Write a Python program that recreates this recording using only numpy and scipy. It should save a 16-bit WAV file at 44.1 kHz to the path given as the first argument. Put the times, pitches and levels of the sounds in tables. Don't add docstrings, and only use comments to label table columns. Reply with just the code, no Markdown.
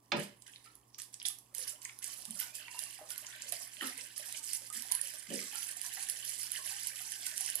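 import sys
import numpy as np
from scipy import signal
from scipy.fft import rfft, irfft
from scipy.io import wavfile

SR = 44100
rng = np.random.default_rng(int(sys.argv[2]) if len(sys.argv) > 2 else 0)


def unload_audio(sound):
    columns = np.transpose(np.atleast_2d(sound))
    steps = np.round(np.clip(columns, -1, 1) * 32767)
    wavfile.write(sys.argv[1], SR, steps.astype(np.int16))


N = 335160
TIME_S = np.arange(N) / SR
BINS_HZ = np.maximum(np.arange(N // 2 + 1) * SR / N, 1)


def from_db(db):
    return 10 ** (np.asarray(db) / 20)


def rms_one(x):
    return x / np.sqrt(np.mean(x ** 2) + 1e-20)


def in_time(rows):
    times_s, *columns = np.transpose(rows)
    return [np.interp(TIME_S, times_s, column) for column in columns]


def at_hz(rows, hz):
    rows_hz, values = np.transpose(rows)
    return np.interp(np.log(hz), np.log(rows_hz), values)


def add(track, start_s, sound):
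    at = round(start_s * SR)
    track[..., at:at + sound.shape[-1]] += sound[..., :N - at]


def band(x, low_hz, high_hz, order=2):
    return signal.sosfilt(signal.butter(order, [low_hz, high_hz], "band", fs=SR, output="sos"), x)


def coloured(x, gain_db):
    return irfft(rfft(x) * from_db(gain_db), N)


def drift(corner_hz):
    hop = 40
    pole = np.exp(-2 * np.pi * corner_hz * hop / SR)
    slow = signal.lfilter([1], [1, -2 * pole, pole * pole], rng.standard_normal(N // hop + 2002))[2000:]
    return np.interp(np.arange(N) / hop, np.arange(len(slow)), rms_one(slow))


def ring(clicks, hz, t60_s):
    r = from_db(-60 / (t60_s * SR))
    w = 2 * np.pi * min(hz, SR / 2.2) / SR
    return signal.lfilter([0, np.sin(w)], [1, -2 * r * np.cos(w), r * r], clicks + 1e-18)


def diffuse(spectrum_db):
    # f/Hz, left-right correlation
    likeness = [(100, .93), (280, .8), (600, .4), (1300, 0), (15000, 0)]
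    alike = at_hz(likeness, BINS_HZ)
    mid, side = rng.standard_normal((2, N))
    mid = coloured(mid, spectrum_db + 10 * np.log10(1 + alike))
    side = coloured(side, spectrum_db + 10 * np.log10(1 - alike))
    return rms_one(np.stack([mid + side, mid - side]))


def kitchen(x, wet_db, t60_s=0.3, onset_s=0.0011, wall_cut_hz=22000):
    t = np.arange(SR // 2) / SR
    tail = diffuse(0)[:, :len(t)] * from_db(-60 * t / t60_s) * np.minimum(t / onset_s, 1)
    tail = signal.lfilter(*signal.butter(1, wall_cut_hz, fs=SR), tail)
    tail = rms_one(tail) / np.sqrt(len(t))
    return from_db(wet_db) * signal.fftconvolve(x[None], tail, axes=1)[:, :N]


def room_tone(hiss_db=-66.5, waver_db=2.4):
    # f/Hz, relative density/dB
    hiss_spectrum = [(25, -33), (55, 0), (95, -14.5), (270, 0), (575, -10), (962, -4), (1160, -4),
                     (1260, -16), (1650, -24), (10100, -40), (11000, -21.5), (13600, -32.5), (16000, -4.5)]
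    # f/Hz, rms level/dB
    hum_tones = [(119.6, -79)]
    hum = sum(np.sqrt(2) * from_db(db + waver_db * drift(16.0)) * np.sin(2 * np.pi * hz * TIME_S)
              for hz, db in hum_tones)
    return from_db(hiss_db) * diffuse(at_hz(hiss_spectrum, BINS_HZ)) + hum


def creases(spectrum, per_s, uneven_db, t60_cycles, clump_db, flicker_db=2.5, pitch_count=11):
    clumps = from_db(clump_db * drift(19.0))
    sizes = from_db(uneven_db * np.minimum(rng.exponential(1, N), 4.0)) * rng.choice([-1, 1], N)
    clicks = sizes * clumps * (rng.random(N) < per_s * clumps / SR)
    spots = rng.integers(0, 3, N)
    left = sum(np.roll(clicks * (spots == k), 2 + 9 * k) for k in range(3))
    clicks = np.stack([left, clicks])
    pitch_index = rng.integers(0, pitch_count, N // 32 + 1).repeat(32)[:N]
    out = np.zeros((2, N))
    for k, hz in enumerate(np.geomspace(spectrum[1][0], spectrum[-2][0], pitch_count)):
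        drive = clicks * (pitch_index == k) * from_db(flicker_db * drift(11.0))
        rung = ring(ring(drive, hz, t60_cycles / hz), hz, 17.4 / hz)
        out += rung * hz ** 2 * from_db(at_hz(spectrum, hz))
    return rms_one(out)


def ticks(per_s=110.0, uneven_db=3.5):
    fires = rng.random(N) < per_s / SR
    clicks = fires * from_db(uneven_db * np.minimum(rng.exponential(1, N), 3.0)) * rng.choice([-1, 1], N)
    sound = band(clicks + 1e-18, 1700, 15000, order=1)
    sound += 0.25 * ring(clicks, 7870, t60_s=0.0037) + 0.029 * ring(clicks, 3500, t60_s=0.012)
    return rms_one(np.stack([np.roll(sound, 2), sound]))


def squeeze_envelope(starts_s, holds_s, levels_db, floor_db, fall_db_per_s, attack_s=0.0047):
    power = from_db(2 * floor_db)
    for start_s, hold_s, db in zip(starts_s, holds_s, levels_db):
        swell = np.clip((TIME_S - start_s) / attack_s, 0, 1)
        released_s = np.maximum(TIME_S - start_s - attack_s - hold_s, 0)
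        power += (swell * from_db(db - fall_db_per_s * released_s)) ** 2
    return np.sqrt(power)


def snaps(strain_s=0.005, tick_s=0.0007, splinter_s=0.012):
    # t/s, level/dB, ring f/Hz
    events = [(0.1994, -33, 9700), (0.4218, -41.5, 8700), (0.4788, -42.5, 8640), (0.536, -45, 3120),
              (0.5597, -41.5, 3950), (0.754, -39, 10700), (0.9455, -40, 5560), (1.019, -29, 9400),
              (1.142, -33, 7900), (1.2, -40, 5100), (1.217, -37.5, 3040), (1.228, -34, 10100),
              (1.2529, -24.5, 3500), (1.267, -25, 9650), (1.285, -21, 11300), (1.387, -36, 11100),
              (1.549, -26, 11000), (1.5823, -21.5, 10200), (1.679, -28.5, 9300), (1.8184, -36, 8050),
              (1.8513, -28, 8150), (1.855, -37.5, 2100), (1.895, -39, 2260), (1.989, -34, 10600),
              (2.043, -23, 9100), (2.2533, -29.5, 9500), (2.3078, -25.5, 9300), (2.4005, -16.5, 13000),
              (2.5529, -30.5, 9600), (2.6818, -34.5, 2160), (2.7915, -23.5, 9050), (2.8374, -27, 9400),
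              (3.105, -25, 9300), (3.1793, -23.5, 11300), (3.267, -34.5, 6740), (3.421, -29.5, 7100),
              (3.523, -20.5, 10440), (3.769, -38.5, 2920), (3.8097, -31, 1820), (3.978, -31, 9900),
              (4.179, -29, 10900), (4.3251, -29.5, 8800), (4.533, -20.5, 9650), (4.7015, -31, 8300),
              (4.8225, -25.5, 11500), (4.916, -20.5, 10000), (4.9208, -15.5, 10700), (4.9395, -30, 9900),
              (4.951, -18, 10300), (5.014, -20.5, 9700), (5.391, -36, 2100), (5.5565, -26.5, 9600),
              (5.815, -27, 9500), (5.8639, -26, 10600), (5.9713, -33, 1780), (6.0882, -24, 10000),
              (6.0985, -20, 10100), (6.4316, -28.5, 9500), (6.5183, -19.5, 10800), (6.8713, -23.5, 10700),
              (7.1203, -25.5, 10100), (7.2669, -23, 9400), (7.3787, -22.5, 10200), (7.409, -20, 10500),
              (7.5018, -23, 9450), (7.555, -17, 10650)]
    out = np.zeros((2, N))
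    lead_s = 2 * strain_s
    t = np.arange(SR // 20) / SR - lead_s
    tick = np.exp(-np.maximum(t, -6 * t) / tick_s)
    strain_and_decay = np.exp(np.minimum(t / strain_s, -t / splinter_s))
    for at_s, db, hz in events:
        splinters = 0.11 * from_db(2.5 * rng.standard_normal(len(t) // 30 + 1).repeat(30)[:len(t)])
        tear = rng.standard_normal((2, len(t))) * (tick + splinters * strain_and_decay)
        snap = ring(tear, hz, t60_s=15.0 / hz) + 0.11 * tear
        snap = band(snap, 0.33 * hz, 22000)
        add(out, at_s - lead_s, from_db(db) * snap / np.max(np.abs(snap[1])))
    return out


def packet():
    # f/Hz, relative level/dB
    fine_spectrum = [(2650, -39), (4500, 3), (5810, 10), (6350, 2), (7570, 6.5), (9920, 10), (11300, 5),
                     (12300, 6), (16000, -28)]
    # f/Hz, relative level/dB
    coarse_spectrum = [(820, -38), (1400, -1.5), (1700, 11), (2450, 0.5), (3010, 8.5), (3500, -0.5),
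                       (5000, -0.5), (6500, -20)]
    # t/s, hold/s, fine level/dB, coarse level/dB
    squeezes = [(0.164, 0.071, -51.5, -52.5), (0.459, 0.013, -54, -62.5), (0.64, 0.014, -62, -61.5),
                (0.979, 0.029, -46, -66), (1.125, 0.0087, -58.5, -74), (1.252, 0.0099, -37.5, -56),
                (1.54, 0.082, -49, -58), (1.669, 0.0076, -43.5, -56.5), (1.814, 0.071, -56.5, -66),
                (2.019, 0.11, -47, -59.5), (2.163, 0.32, -54, -67), (2.389, 0.041, -43.5, -56),
                (2.536, 0.11, -54, -58), (2.706, 0.24, -52.5, -61), (3.086, 0.086, -53, -56.5),
                (3.322, 0.11, -67, -56), (3.519, 0.02, -48.5, -47.5), (3.804, 0.099, -50, -51),
                (3.968, 0.037, -48, -55), (4.157, 0.21, -49, -56.5), (4.423, 0.12, -46.5, -61),
                (4.519, 0.034, -43, -56), (4.592, 0.068, -49, -61.5), (4.724, 0.16, -47.5, -54.5),
                (4.902, 0.084, -68, -54), (5.285, 0.32, -49.5, -54), (5.805, 0.028, -50.5, -62),
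                (5.992, 0.0092, -50, -62), (6.084, 0.03, -49.5, -54), (6.433, 0.031, -42.5, -63),
                (6.511, 0.039, -45, -57), (6.872, 0.03, -52, -73), (7.254, 0.022, -44, -55),
                (7.373, 0.043, -49, -66)]
    # t/s, fine level/dB
    rustle = [(0, -76), (.3, -77), (.55, -67), (1.0, -78.5), (1.95, -67), (2.2, -75.5), (3.3, -54),
              (4.1, -55), (4.7, -107), (5.05, -45.5), (5.27, -54), (5.68, -48.5), (6.3, -48), (7.3, -46),
              (7.6, -45.5)]
    starts_s, holds_s, fine_db, coarse_db = np.transpose(squeezes)
    rustle_db, = in_time(rustle)
    fine = creases(fine_spectrum, per_s=9000.0, uneven_db=1.6, t60_cycles=4, clump_db=2.5)
    fine += from_db(-10.5) * ticks()
    fine *= squeeze_envelope(starts_s, holds_s, fine_db, rustle_db, fall_db_per_s=396)
    coarse = creases(coarse_spectrum, per_s=5000.0, uneven_db=1.3, t60_cycles=14, clump_db=1.58)
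    coarse *= squeeze_envelope(starts_s, holds_s, coarse_db, rustle_db - 7.5, fall_db_per_s=226)
    film = band(fine + coarse + snaps(), 1597, 20000, order=6)
    film = band(film, 500, 12800)
    return film + kitchen(film[1], wet_db=-6.5) * from_db([[3.0], [0]])


def knocks():
    # t/s, level/dB, low f/Hz, high f/Hz, contact time/s
    contacts = [(0.118, -25, 830, 4100, 0.0027), (0.117, -37.5, 148, 636, 0.02),
                (2.274, -60, 162, 245, 0.0038), (3.811, -44, 980, 2140, 0.012),
                (3.812, -48.5, 252, 520, 0.0099), (4.749, -66, 216, 324, 0.004),
                (5.283, -55.5, 159, 247, 0.0036), (5.298, -44.5, 228, 520, 0.017)]
    # f/Hz, t60/s, gain/dB
    modes = [(159, 0.077, -43.5), (201, 0.15, -46.5), (273, 0.055, -38), (407, 0.043, -45.5),
             (1030, 0.06, -45)]
    blows, t = np.zeros(N), np.arange(SR // 4) / SR
    for start_s, db, low_hz, high_hz, contact_s in contacts:
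        rub = rng.standard_normal(len(t)) * t / contact_s * np.exp(1 - t / contact_s)
        rub = band(rub, low_hz, high_hz, order=3)
        add(blows, start_s, from_db(db) * rub / np.max(np.abs(rub)))
    worktop = sum(ring(blows, hz, t60_s) * from_db(db) for hz, t60_s, db in modes)
    sound = band(worktop + 1.52 * blows, 130, 21000, order=3)
    dulled = signal.lfilter(*signal.butter(1, 1800, fs=SR), sound)
    return sound + kitchen(dulled, wet_db=6.5)


def sauce_plops(small_count=400, small_from_s=1.5, attack_s=0.0055, t60_s=0.033, blur_step_rad=0.045):
    # t/s, level/dB, f/Hz
    main_plops = [(0.659, -48.5, 1363), (0.981, -55.5, 1210), (1.257, -51.5, 760), (1.298, -55.5, 1190),
                  (1.588, -48, 504), (2.412, -39.5, 1455), (2.678, -47.5, 934), (2.745, -42.5, 987),
                  (2.989, -42.5, 804), (3.013, -43, 603), (3.108, -44, 1456), (3.281, -48, 1454),
                  (3.5225, -39, 680), (4.7, -44.5, 1250), (4.911, -40.5, 997), (5.53, -45, 823),
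                  (5.549, -41.5, 1390), (5.84, -48, 1000), (5.972, -43.5, 760), (6.589, -45, 1060),
                  (6.711, -45, 800), (7.267, -43, 1500), (7.406, -46, 747), (7.549, -51, 620)]
    small_s = rng.uniform(small_from_s, N / SR, small_count)
    small_db = -62.5 + 5 * np.clip(rng.standard_normal(small_count), -2, 2)
    small_hz = np.exp(rng.uniform(np.log(520), np.log(1500), small_count))
    out, t = np.zeros(N), np.arange(SR // 10) / SR
    envelope = np.minimum(t / attack_s, 1) * from_db(-60 * t / t60_s)
    for start_s, db, hz in [*main_plops, *zip(small_s, small_db, small_hz)]:
        skin = 0.6 * band(rng.standard_normal(len(t)), 0.6 * hz, 2.5 * hz) * np.exp(-t / 0.004)
        skin[:2] += 1.1, -1.1
        blur_rad = blur_step_rad * np.cumsum(rng.standard_normal(len(t)))
        cavity = envelope * np.sin(2 * np.pi * hz * (t + 0.42 * t * t) + blur_rad)
        add(out, start_s, from_db(db) * (skin + cavity))
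    return out


def squeak(wobble=0.019, flutter_db=4.5, fade_db_per_s=600):
    # t/s, f/Hz, level/dB
    contour = [(2.42, 2165, -75), (2.56, 2566, -65), (2.72, 2745, -66.5), (2.87, 2770, -66.5),
               (3.06, 2820, -92)]
    hz, db = in_time(contour)
    outside_s = np.maximum(contour[0][0] - TIME_S, 0) + np.maximum(TIME_S - contour[-1][0], 0)
    db += flutter_db * drift(48) - fade_db_per_s * outside_s
    hz *= 1 + wobble * drift(66.8)
    return from_db(db) * np.sin(2 * np.pi * np.cumsum(hz) / SR)


def scene():
    crackle = packet()
    plops_and_squeak = sauce_plops() + squeak()
    return crackle + plops_and_squeak + kitchen(plops_and_squeak, wet_db=3.5) + knocks() + room_tone()


def record(dry, cutoff_hz=16500):
    # f/Hz, left over right/dB
    balance = [(100, -3.5), (400, -2), (900, 0.5), (2000, -6), (4000, -7.5), (6000, -7.5), (9000, -16),
               (15000, -17.5)]
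    tilt_db = at_hz(balance, BINS_HZ)
    right_db = -20 * np.log10(np.sqrt(1 + from_db(2 * tilt_db)) / 2)
    resonance_db = 4.1 * np.exp(-((BINS_HZ - 10100) / 740.0) ** 2)
    ports = np.stack([coloured(dry[0], right_db + tilt_db), coloured(dry[1], right_db + resonance_db)])
    return signal.sosfilt(signal.cheby2(12, 70, cutoff_hz, fs=SR, output="sos"), ports)


dry = scene()
out = record(dry)
unload_audio(out)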